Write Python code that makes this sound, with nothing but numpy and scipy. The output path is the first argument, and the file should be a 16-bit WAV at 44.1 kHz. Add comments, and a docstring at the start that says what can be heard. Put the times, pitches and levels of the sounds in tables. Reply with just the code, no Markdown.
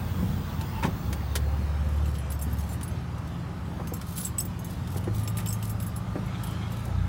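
"""A parking lot: a roof carrier's electric motor slowly lowers a folded wheelchair beside a car.
The motor is shaft harmonics with narrow noise bands; an idling engine, firing-rate harmonics, picks up speed.
Traffic is coloured noise. Knocks of the frame ring resonances and catches snap as bursts of noise.
The driver's bunch of keys jingles in decaying modes over grains of cloth and drops into a bag;
late on, the carrier's gears whirr and squeal."""
import sys
import numpy as np
from scipy import signal
from scipy.fft import rfft, irfft, next_fast_len
from scipy.io import wavfile
from scipy.ndimage import uniform_filter1d, map_coordinates

SR = 44100
rng = np.random.default_rng(int(sys.argv[2]) if len(sys.argv) > 2 else 0)


def generate_wav(sig):
    """Save sig (samples, or channels by samples) to the path in sys.argv[1] as 16-bit PCM at SR."""
    pcm = np.round(np.clip(np.atleast_2d(sig).T, -1, 1) * 32767).astype(np.int16)
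    wavfile.write(sys.argv[1], SR, pcm)


N = 312228


def amp(db):
    """Decibels to gain."""
    return 10 ** (np.asarray(db) / 20)


def unit(x):
    """Scale to rms 1."""
    return x / np.sqrt(np.mean(x ** 2) + 1e-20)


def along(points, hz):
    """Interpolate (frequency [Hz], value) points on a log-frequency axis."""
    f, v = np.transpose(points)
    return np.interp(np.log(hz + 1), np.log(f + 1), v)


def curves(rows):
    """One value per sample for each column after the time."""
    s, *cols = np.transpose(rows)
    return [np.interp(np.arange(N) / SR, s, c) for c in cols]


def wobble(rate):
    """A smooth random curve with rate knots a second."""
    knots = rng.standard_normal(int(N * rate / SR) + 4)
    return map_coordinates(knots, [np.arange(N) * rate / SR])


def swell(start, length, db, attack, release):
    """Gain that rises up to the start, holds for the length and falls away."""
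    corners = [start - attack, start, start + length, start + length + release]
    return amp(db) * np.interp(np.arange(N) / SR, corners, [0, 1, 1, 0])


def filtered(x, response):
    """Shape x by a gain that depends on frequency."""
    m = next_fast_len(len(x) + 8192)
    return irfft(rfft(x, m) * response(np.fft.rfftfreq(m, 1 / SR)), m)[:len(x)]


def noise(spectrum, size=N):
    """Noise of rms 1 with a (frequency [Hz], relative level [dB]) colour."""
    return unit(filtered(rng.standard_normal(size), lambda hz: amp(along(spectrum, hz))))


def resonate(x, modes):
    """Pass x through parallel (frequency [Hz], width [Hz], level [dB]) resonances of alternating sign."""
    def response(f):
        return sum((-1) ** k * amp(db) * 1j * f * width / (centre * centre - f * f + 1j * f * width)
                   for k, (centre, width, db) in enumerate(modes))
    return filtered(x, response)


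def patchy(x, depth_db):
    """Give a noise drifting patches in time and frequency, at rms 1."""
    z = signal.stft(x, nperseg=1024)[2]
    field = uniform_filter1d(rng.standard_normal(z.shape), 5, axis=0)
    field = uniform_filter1d(field, 9, axis=1)
    return unit(signal.istft(z * amp(depth_db * unit(field)), nperseg=1024)[1][:N])


def burst(t, attack, t60):
    """A quick rise and an exponential decay."""
    return (1 - np.exp(-t / attack)) * amp(-60 * t / t60)


def struck(x):
    """Scale a hit so that its first 20 ms have rms 1."""
    return x / np.sqrt(np.mean(x[:SR // 50] ** 2) + 1e-20)


def add(track, s, sound):
    """Mix a sound into the track at time s."""
    part = track[round(s * SR):][:len(sound)]
    part += sound[:len(part)]


def hum(speed_hz, orders, flutter_db, drift):
    """Multiples of a shaft speed, each a little unsteady in level and phase."""
    angle = 2 * np.pi * np.cumsum(speed_hz) / SR
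    total = 0
    for k, db in orders:
        level = amp(db + flutter_db * wobble(7))
        total = total + level * np.sin(k * angle + rng.uniform(0, 2 * np.pi) + drift * wobble(5.9))
    return np.sqrt(2) * total


# speed of the carrier's motor shaft at the start [Hz] and its steady gain [Hz per s]
SHAFT_HZ, SHAFT_HZ_PER_S = 13.06, 0.407


def shaft_speed():
    """The drive gains speed steadily as the chair swings down."""
    return SHAFT_HZ + SHAFT_HZ_PER_S * np.arange(N) / SR


# gear hum: (time [s], level before trim [dB])
GEAR_HUM = [(0.0, -53), (1.0, -47), (2.7, -43), (3.4, -41), (5.7, -41), (7.08, -45)]
# hum of the motor's housing: (multiple of the shaft speed, relative level [dB])
BODY_ORDERS = [(8, 1), (9, -1), (11, 0), (16, -13)]
BODY_DB = -45


def motor():
    """Gear and housing hum at multiples of the rising shaft speed."""
    shaft_hz = shaft_speed()
    gear_db, = curves(GEAR_HUM)
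    gear = amp(gear_db - 1) * hum(shaft_hz, [(12, 0)], flutter_db=1, drift=.1)
    body = amp(BODY_DB) * hum(shaft_hz, BODY_ORDERS, flutter_db=1.8, drift=.06)
    return gear + body


# narrow tones of the idling engine (the first three rows, below 1 kHz) and of the motor's whine (the rest):
# (start [s], length [s], pitch [Hz], level [dB])
NARROW_TONES = [(0.05, 0.5, 468, -55), (0.95, 0.45, 808, -54), (1.4, 0.84, 522, -53.5),
                (2.9, 0.94, 1240, -59.5), (5.165, 0.84, 1203, -54), (6.2, 1, 1310, -56)]
TONE_WIDTH_HZ = 24


def narrow_tones():
    """Narrow bands of noise swell at fixed pitches: first of the idling engine, then the motor's whine."""
    tones = 0
    for start, length, hz, db in NARROW_TONES:
        band = unit(resonate(rng.standard_normal(N), [(hz, TONE_WIDTH_HZ, 0)]))
        tones = tones + swell(start, length, db, attack=0.19, release=0.7) * band
    return tones


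# nearby engine: (time [s], crank speed [Hz], firing tone level [dB])
ENGINE = [(0.0, 21.4, -35.5), (0.64, 21, -35.5), (1.03, 19.4, -41), (1.065, 17, -27.5), (1.16, 17.8, -31),
          (1.3, 17.8, -30), (1.65, 18.1, -26.5), (2.05, 18.4, -26.5), (2.24, 17.7, -34.5),
          (2.6, 17.9, -28.5), (2.8, 18.2, -40), (4.7, 19.5, -45.5), (4.85, 20.6, -35), (5.1, 26.6, -32),
          (5.55, 26.7, -30.5), (6.0, 27.2, -38), (6.65, 27.4, -34.5), (7.08, 30.6, -34)]
# each set of orders: (multiple of the crank speed, relative level [dB])
FIRING_ORDERS = [(4, 0), (6, -12), (8, -17)]
THROB_ORDERS = [(2, -1.5), (3, 1)]
DRONE_ORDERS = [(5, 0), (7, -9)]
# the low throb booms briefly: (start [s], length [s], extra level [dB])
SURGE = (6.92, 0.2, 5.5)
IDLE_HZ = 18.5  # crank speed at idle
THROB_DB, THROB_DB_PER_HZ = -55.5, 1.29  # low throb at idle; it grows with crank speed
THROB_DB_PER_HZ_PER_S, FULL_LOAD_HZ_PER_S = 0.47, 6.9  # and with acceleration, up to full load
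DRONE_DB, DRONE_DB_PER_HZ = -40.5, -1  # drone at idle; it thins with crank speed


def engine():
    """The exhaust throbs at the firing rate; unequal cylinders add the orders around it, more so under load."""
    crank_hz, firing_db = curves(ENGINE)
    over_idle_hz = crank_hz - IDLE_HZ
    acceleration = uniform_filter1d(np.gradient(crank_hz) * SR, size=SR // 3)
    load = np.clip(acceleration, 0, FULL_LOAD_HZ_PER_S)
    throb_db = THROB_DB + THROB_DB_PER_HZ * over_idle_hz + THROB_DB_PER_HZ_PER_S * load
    start, length, surge_db = SURGE
    throb_db = throb_db + surge_db * swell(start, length, db=0, attack=0.13, release=0.1)
    drone_db = DRONE_DB + DRONE_DB_PER_HZ * over_idle_hz
    firing = amp(firing_db) * hum(crank_hz, FIRING_ORDERS, flutter_db=1.2, drift=0.036)
    throb = amp(throb_db) * hum(crank_hz, THROB_ORDERS, flutter_db=2.5, drift=0.14)
    drone = amp(drone_db) * hum(crank_hz, DRONE_ORDERS, flutter_db=-1.5, drift=0.13)
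    # the lowest order sounds only faintly
    return filtered(firing + throb + drone, lambda hz: amp(along([(36, -29), (52, -0.5)], hz)))


# (time [s], tyre wash level before trim [dB], hiss level before trim [dB])
TRAFFIC = [(0.0, -43.5, -51.5), (3.81, -45.5, -58.5), (4.02, -47, -56), (5.98, -45.5, -56.5),
           (6.29, -44, -55.5), (6.49, -44, -52), (7.08, -44.5, -57)]
# colours of the three layers: (frequency [Hz], relative level [dB])
RUMBLE = [(20, -33), (35, -25), (50, 0), (65, 1.5), (100, 1.5), (150, -3.5), (200, -1.5), (260, -12.5),
          (400, -23), (800, -46)]
WASH = [(150, -29), (250, -1), (311, -0.5), (338, -2.5), (450, -7), (518, -7), (600, -6), (722, -7),
        (824, -5), (1060, -7.5), (1200, -7), (1310, -8.5), (2400, -20), (3120, -25), (5280, -120)]
HISS = [(1000, 4.5), (2000, -2), (3200, 2.5), (5000, -2.5), (8000, -9), (12000, -14.5), (16000, -34)]
# the rumble swells: (start [s], length [s], rise before scaling [dB])
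RUMBLE_SWELLS = [(0.0, 0.96, 6), (2.75, 0.26, 1.5)]
# a thin high sizzle that fades away: (start [s], length [s], level [dB])
SIZZLE = (0.0, 1.05, -46)
RUMBLE_DB = -38.5  # between swells, about which the level wavers


def traffic():
    """Rumble, tyre wash and hiss from the streets as coloured noise; a thin sizzle lies on top at first."""
    wash_db, hiss_db = curves(TRAFFIC)
    rise_db = sum(db * swell(start, length, db=-1, attack=0.12, release=0.14)
                  for start, length, db in RUMBLE_SWELLS)
    rumble = amp(RUMBLE_DB + rise_db + 2.4 * wobble(9.2)) * noise(RUMBLE)
    wash = amp(wash_db + 0.5 + 0.067 * wobble(30)) * patchy(noise(WASH), depth_db=1.5)
    hiss = amp(hiss_db + 3.0) * patchy(noise(HISS), depth_db=3.0)
    sizzle_noise = noise([(10000, -43), (13000, -18), (14300, -1), (15300, 4), (16000, 4.5)])
    sizzle = swell(*SIZZLE, attack=0.1, release=0.89) * patchy(sizzle_noise, depth_db=1.0)
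    return rumble + wash + hiss + sizzle


KNOCK_DETUNE, KNOCK_SCATTER_DB = 0.015, 1.5  # modes shift with the pose: pitch (share) and level
STRIKE_DB_PER_OCTAVE = 10  # modes fall off this fast away from the favoured pitch


def favour(modes, hz):
    """The place of a blow favours the modes near one pitch, a little differently each time."""
    scatter = rng.standard_normal((len(modes), 2))
    return [(centre * (1 + KNOCK_DETUNE * shift), width,
             db + KNOCK_SCATTER_DB * size - STRIKE_DB_PER_OCTAVE * abs(np.log2(centre / hz)))
            for (centre, width, db), (shift, size) in zip(modes, scatter)]


# dull knocks of the frame, levels before trim:
# (time [s], thud level [dB], favoured thud pitch [Hz], clatter level [dB], favoured clatter pitch [Hz])
KNOCKS = [(0.226, -24.5, 205, -54, 1000), (0.826, -33, 260, -29, 1500), (0.833, -31, 335, -32.5, 2750),
          (0.84, -30, 320, -37, 1900), (0.846, -20, 215, -29.5, 900), (0.853, -29, 380, -38, 3000),
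          (0.874, -24.5, 200, -60, 1000), (1.206, -36, 200, -46, 1690), (1.466, -36, 413, -60, 1000),
          (2.462, -29.5, 224, -66, 1000), (3.798, -32, 400, -42, 1225), (3.918, -28.5, 367, -54, 1000),
          (4.957, -31, 333, -44, 1400), (5.073, -23.5, 310, -45.5, 1590), (5.384, -43, 327, -39.5, 2860),
          (6.156, -23, 295, -43.5, 1500)]
# resonances of the frame and of its panels: (frequency [Hz], width [Hz], relative level [dB])
FRAME = [(180, 55, 2), (245, 50, 1), (318, 50, 0), (400, 70, -4), (485, 80, -1), (803, 45, 1)]
PANEL = [(915, 70, 3), (1105, 60, 1), (1400, 300, -7), (1810, 130, -2), (2210, 300, -9), (2560, 400, -11),
         (3100, 500, -17), (3690, 80, -8), (5500, 3000, -16)]
PAD_HZ = 1500  # the joints are padded: a push carries little above this pitch


def knocks(thud_t60=0.07, clatter_t60=0.083):
    """Loose joints take up their play: a push and a short rattle into the frame and its panels."""
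    out, t = np.zeros(N), np.arange(SR // 3) / SR
    padding = signal.butter(2, PAD_HZ, fs=SR)
    for s, db, thud_hz, clatter_db, clatter_hz in KNOCKS:
        push = 20 * (t == 0) + rng.standard_normal(len(t)) * burst(t, .001, thud_t60)
        thud = resonate(signal.lfilter(*padding, push), favour(FRAME, thud_hz))
        rattle = rng.standard_normal(len(t)) * burst(t, 0.00041, clatter_t60)
        clatter = resonate(rattle, favour(PANEL, clatter_hz))
        add(out, s, amp(db - 9.0) * struck(thud) + amp(clatter_db - 5.0) * struck(clatter))
    # a slight tilt away from the treble
    return filtered(out, lambda hz: amp(along([(2800, 2.3), (12000, 0)], hz)))


# creaks before the frame clunks: (start [s], length [s], level [dB])
CREAKS = [(0.613, 0.022, -46.5), (0.762, 0.031, -42.5)]
# resonances of the pivot: (frequency [Hz], width [Hz], relative level [dB])
PIVOT = [(894, 21, 2), (1860, 31, -12), (2670, 100, -13)]


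def creak():
    """A pivot rubs: noise rings its resonances in short swells."""
    gain = sum(swell(*row, attack=0.042, release=0.036) for row in CREAKS)
    return gain * unit(resonate(rng.standard_normal(N), PIVOT))


# sharp snaps of catches and buckles, and a dry tick of the keys at 2.81 s:
# (time [s], level before trim [dB])
SNAPS = [(0.6104, -29.5), (1.127, -24.5), (1.353, -18), (1.359, -18.5), (2.81, -33.5), (3.1807, -41),
         (3.274, -41.5), (4.013, -31), (4.8731, -35), (5.4, -31)]
# (frequency [Hz], relative level [dB])
SNAP_COLOUR = [(290, -7), (500, -3.5), (878, 1), (1240, -10.5), (1440, 0.5), (1970, -1.5), (2630, -7),
               (3420, -2), (4370, -6), (11300, -9.5), (15800, -13)]


def snaps(t60=0.042):
    """Dry, bright cracks of decaying noise: catches letting go, and one tick of the keys."""
    out, t = np.zeros(N), np.arange(SR // 5) / SR
    for s, db in SNAPS:
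        crack = struck(noise(SNAP_COLOUR, size=len(t)) * burst(t, 0.0018, t60))
        add(out, s, amp(db - 14.0) * crack)
    return out


# the hand stirs keys and cloth: (start [s], length [s], level [dB])
HANDLING = [(1.91, 0.063, -58.5), (2.068, 0.071, -55.5), (2.528, 0.071, -51.5), (2.682, 0.063, -55.5),
            (4.067, 0.02, -52), (4.16, 0.093, -44.5), (4.71, 0.026, -52.5), (4.95, 0.02, -47.5),
            (5.189, 0.037, -50), (5.38, 0.29, -55), (6.722, 0.15, -59)]
STIR_ATTACK_S, STIR_RELEASE_S = 0.074, 0.05


def stirring():
    """Gain of the hand's strokes among keys and cloth."""
    return sum(swell(*row, attack=STIR_ATTACK_S, release=STIR_RELEASE_S) for row in HANDLING)


# modes of the keys, shared by the rustle, touches and contacts: (frequency [Hz], relative level [dB])
KEY_MODES = [(5346, -9), (6270, -9), (6465, -7), (7230, -9), (7495, -3), (7965, -7), (8017, -2), (8220, -6),
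             (8470, -10), (9609, -3), (10780, -3), (10936, -1), (11130, -2), (12300, -7), (12870, 1),
             (13087, -1), (14154, 2), (14450, -4), (14704, 0), (15670, -3)]


def rustle(grain_db=4, clinks_per_s=260, size_db=12.0, clink_t60=0.029):
    """Cloth scrapes in tiny grains while the keys brush each other, one faint ring at a time."""
    cloth = noise([(1500, -41), (3500, 4.5), (7000, 5.5), (11000, 8), (15500, 4.0)])
    grains = unit(amp(grain_db * wobble(180)) * cloth)
    clinks, t = np.zeros(N), np.arange(SR // 10) / SR
    for when, which, size, shift in rng.random((int(clinks_per_s * N / SR), 4)):
        hz, db = KEY_MODES[int(which * len(KEY_MODES))]
        detuned_hz = hz * (1 + 0.0091 * (shift - .5))
        ring = burst(t, 0.0004, clink_t60) * np.sin(2 * np.pi * detuned_hz * t)
        add(clinks, when * N / SR, amp(db - size_db * np.log(size + 0.058)) * ring)
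    return stirring() * amp(2.8 * wobble(35)) * (grains + amp(-13.0) * unit(clinks))


TOUCHES_PER_S = 26  # chances of a light contact; it sounds only while the hand stirs
TOUCH_DB, TOUCH_SCATTER_DB = 5.5, -3.5  # over the stirring gain, before the trims in keys()
TOUCH_TICK_DB, TOUCH_SHIMMER_DB = -10, -9  # relative to the ring, before those trims
TOUCH_BIG_KEY_DB = -40  # the largest key barely stirs


def touches():
    """Light contacts of the smaller keys follow the strength of the stirring, in rows like those of KEYS."""
    gain, small_keys, rows = stirring(), KEY_MODES[9:], []
    for k, (when, which, size) in enumerate(rng.random((int(TOUCHES_PER_S * N / SR), 3))):
        s = (k + when) / TOUCHES_PER_S
        stir = gain[int(s * SR)]
        if stir > 0:
            db = 20 * np.log10(stir) + TOUCH_DB + TOUCH_SCATTER_DB * (2 * size - 1)
            ring_hz = small_keys[int(which * len(small_keys))][0]
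            rows.append((s, db, ring_hz, db + TOUCH_TICK_DB, db + TOUCH_SHIMMER_DB, db + TOUCH_BIG_KEY_DB))
    return rows


# the loudest key contacts, levels before trim: (time [s], ring level [dB], favoured ring pitch [Hz],
# tick level [dB], shimmer level [dB], largest key level [dB])
KEYS = [(2.056, -44, 7500, -49, -52, -69), (2.151, -48, 8000, -46.5, -54, -65),
        (2.1836, -36.5, 10900, -55, -49, -69), (2.302, -30, 10860, -52, -47, -69),
        (2.3184, -36, 14150, -49, -37.5, -68), (2.391, -40, 14150, -58, -46, -49),
        (2.413, -35, 7540, -59, -41, -58), (2.4215, -28, 9600, -57, -36.5, -68),
        (2.528, -34, 13100, -61, -50, -69), (2.585, -43, 6465, -54, -45, -58),
        (2.635, -45, 6270, -60, -52, -69), (2.69, -41, 7160, -59, -45, -69),
        (2.729, -39, 9610, -60, -43.5, -69), (2.83, -27, 9600, -51, -41, -68),
        (2.8778, -33.5, 11000, -58, -50, -56), (2.911, -46, 6270, -58, -61, -69),
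        (3.8717, -41, 5900, -47, -43, -56), (3.936, -34, 14150, -55, -35, -47),
        (3.966, -41, 12900, -57, -50, -69), (4.122, -40, 14450, -58, -48, -66),
        (4.17, -36, 14150, -51, -38, -62), (4.1774, -24, 11000, -46, -33, -55),
        (4.203, -26, 11000, -57, -44, -64), (4.2482, -17, 7750, -59, -33, -62),
        (4.2665, -34, 8000, -48, -38, -62), (4.3822, -12.5, 7900, -45, -32, -50),
        (4.402, -26, 7900, -49, -30, -29.5), (4.4514, -31, 14800, -61, -43, -64),
        (4.591, -43, 6465, -61, -46, -66), (4.6443, -46, 6465, -61, -40.5, -66),
        (5.04, -44, 10900, -51, -61, -69), (5.1456, -38, 15600, -51, -47, -64),
        (5.233, -35, 11200, -52, -47, -66), (5.2753, -28, 7520, -40.5, -36, -37),
        (5.3702, -31, 11220, -44.5, -35, -56), (5.4595, -31, 12800, -41.5, -43, -45),
        (5.471, -25.5, 7500, -54, -40, -43), (5.486, -23, 8140, -57, -38, -39),
        (5.505, -34, 7495, -58, -45, -37), (5.5263, -31, 13090, -62, -34, -43),
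        (5.6256, -40, 12800, -43.5, -40.5, -58), (5.675, -39, 10936, -64, -46, -68),
        (5.6949, -42, 13000, -57, -35.5, -67), (5.8004, -34, 11000, -49, -42, -54),
        (5.8237, -34, 14480, -52, -41, -56), (5.8645, -33.5, 11170, -60, -40, -65),
        (5.9609, -30, 11000, -55, -41.5, -48), (6.2596, -45, 10960, -60, -52, -69),
        (6.4344, -42, 10800, -53, -39, -49), (6.4698, -35, 10900, -52, -47, -66),
        (6.5056, -48, 10750, -62, -49, -69), (6.7191, -44, 7400, -58, -45.5, -62)]
KEY_ATTACK_S = 0.0012
# the bunch presses differently at each contact: scatter of pitch (share) and of ring time (dB)
GRIP_DETUNE, GRIP_DAMPING_DB = 0.002, 2
DAMPING_HZ = 8000  # nominal ring time applies here; higher modes ring for less
BIG_KEY_HZ, BIG_KEY_DETUNE = 5335, 0.002  # lowest mode of the largest key and its scatter (share)
# chinks of pinched keys: mean delay (s), pitch scatter (share), level against the shimmer (dB)
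CHINK_S, CHINK_SPREAD, CHINK_DB = 0.005, 0.04, -3
# free-hanging keys sing on faintly: level against the shimmer (dB), ring time (s)
AFTER_RING_DB, AFTER_RING_T60 = -9, 0.16


def keys(ring_t60=0.07, shimmer_t60=0.042, focus_octaves=0.015, tick_t60=0.035,
         scrape_db=-6, rebound_db=-7, big_key_t60=0.02):
    """Each contact ticks, rings near one pitch, nudges the largest key and shakes the bunch into a shimmer."""
    out, t = np.zeros(N), np.arange(SR // 9) / SR
    hz, level = np.transpose(KEY_MODES)[:, :, None]
    sustained = burst(t, KEY_ATTACK_S, AFTER_RING_T60) * np.sin(2 * np.pi * hz * t)

    def shimmer(spread):
        """The other keys differ a little in size and knock in turn within spread seconds."""
        size, shift, grip = rng.standard_normal((3, len(hz), 1))
        since = np.maximum(t - spread * rng.random((len(hz), 1)), 0)
        modes = amp(level + 5.5 * size) * np.sin(2 * np.pi * hz * (1 + .005 * shift) * since)
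        return (modes * burst(since, KEY_ATTACK_S, shimmer_t60 * amp(2 * grip))).sum(0)

    def chinks(t60=0.01):
        """Keys pinched between their neighbours give very short rings, each off its free pitch."""
        size, shift = rng.standard_normal((2, len(hz), 1))
        since = np.maximum(t - rng.exponential(CHINK_S, (len(hz), 1)), 0)
        modes = amp(level + 4.0 * size) * np.sin(2 * np.pi * hz * (1 + CHINK_SPREAD * shift) * since)
        return (modes * burst(since, 0.00028, t60)).sum(0)

    for s, db, ring_hz, tick_db, shimmer_db, big_key_db in list(KEYS) + touches():
        nearness = amp(level) / (1 + (np.log2(hz / ring_hz) / focus_octaves) ** 2)
        shift, grip = rng.standard_normal((2, len(hz), 1))
        decay = burst(t, KEY_ATTACK_S, ring_t60 * DAMPING_HZ / hz * amp(GRIP_DAMPING_DB * grip))
        cycles = hz * (1 + GRIP_DETUNE * shift) * t + rng.random((len(hz), 1))
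        ring = struck((nearness * decay * np.sin(2 * np.pi * cycles)).sum(0))

        big_hz = BIG_KEY_HZ * (1 + rng.normal(0, BIG_KEY_DETUNE))
        big_key = struck(burst(t, 0.00084, big_key_t60) * np.sin(2 * np.pi * big_hz * t))

        free = struck(shimmer(spread=0.0046) + amp(rebound_db) * shimmer(spread=0.029))
        after_ring = struck((amp(level + 4 * rng.standard_normal(level.shape)) * sustained).sum(0))
        bunch = struck(free + amp(CHINK_DB) * struck(chinks()) + amp(AFTER_RING_DB) * after_ring)

        scrape_noise = noise([(4000, -17), (10000, -7), (15500, -10)], size=len(t))
        scrape = struck(scrape_noise * burst(t, 0.0016, 0.037))
        tick_noise = noise([(1000, -9), (3000, 12.0), (6000, 1.5), (10000, -4.5)], size=len(t))
        tick = struck(tick_noise * burst(t, 0.0014, tick_t60))

        contact = amp(db - 15) * ring + amp(big_key_db - 11) * big_key
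        contact += amp(shimmer_db - 6.5) * (bunch + amp(scrape_db) * scrape)
        contact += amp(tick_db - 3.5) * tick
        add(out, s, contact)
    return out


# the carrier's gears whirr briefly: (start [s], length [s], level [dB])
WHIRR = (6.3, 0.39, -54.5)
# resonances of the gearbox: (frequency [Hz], width [Hz], relative level [dB])
GEARS = [(2140, 120, -3), (2350, 220, -3), (3250, 250, -5), (3560, 300, -5), (4050, 200, -9)]
# a short squeal within the whirr: (start [s], length [s], level [dB])
SQUEAL = (6.617, 0.045, -51)
# (frequency [Hz], relative level [dB])
SQUEAL_MODES = [(2130, 0), (3320, 0)]
MESH_WAVER, MESH_SCATTER_DB = 0.025, 4  # the teeth catch unevenly: in rate (share) and in force
SQUEAL_WAVER, SQUEAL_ROUGH_DB = 0.013, 4  # unsteadiness of its pitch (share) and level


def rasp():
    """Gear teeth catch one by one and ring the gearbox; for a moment they slip into a rough, wavering squeal."""
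    teeth_passed = np.cumsum(12 * shaft_speed() * (1 + MESH_WAVER * wobble(22))) / SR
    catches = np.diff(np.floor(teeth_passed), prepend=0) * amp(MESH_SCATTER_DB * rng.standard_normal(N))
    box = resonate(unit(catches) + amp(-6) * rng.standard_normal(N), GEARS)
    box = filtered(box, lambda hz: amp(along([(4100, -2), (5000, -12)], hz)))
    whirr_gain = amp(2.4 * wobble(45)) * swell(*WHIRR, attack=0.037, release=0.33)
    whirr = whirr_gain * patchy(box, depth_db=4.5)
    slip = 0
    for hz, db in SQUEAL_MODES:
        angle = 2 * np.pi * np.cumsum(hz * (1 + SQUEAL_WAVER * wobble(120))) / SR
        slip = slip + amp(db + SQUEAL_ROUGH_DB * wobble(200)) * np.sin(angle)
    return whirr + swell(*SQUEAL, attack=0.013, release=0.04) * unit(slip)


# decay of the echo: (frequency [Hz], time to fall by 60 dB [s])
LOT = [(150, 0.31), (2000, 0.044), (12000, 0.079)]


def echo(x):
    """The parked cars scatter a short tail: decaying noise, 5 ms behind the sound."""
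    hz, t, z = signal.stft(rng.standard_normal(SR // 2), SR, nperseg=256)
    decay = amp(-60 * t / along(LOT, hz)[:, None])
    tail = signal.istft(z * decay, SR, nperseg=256)[1]
    return signal.fftconvolve(np.pad(x, (SR // 200, 0)), tail / np.linalg.norm(tail))[:N]


def scene():
    """Machines, traffic and rustle under the knocks, snaps and jingles; only these hits echo."""
    steady = motor() + narrow_tones() + engine() + traffic() + creak() + rustle() + rasp()
    hits = knocks() + snaps() + keys()
    return (steady + hits + amp(-8.5) * echo(hits))[None]


TOP_HZ = 15950


def record(dry):
    """Nothing passes above the band limit."""
    return filtered(dry[0], lambda hz: hz < TOP_HZ)[None]


dry = scene()
out = record(dry)
generate_wav(out)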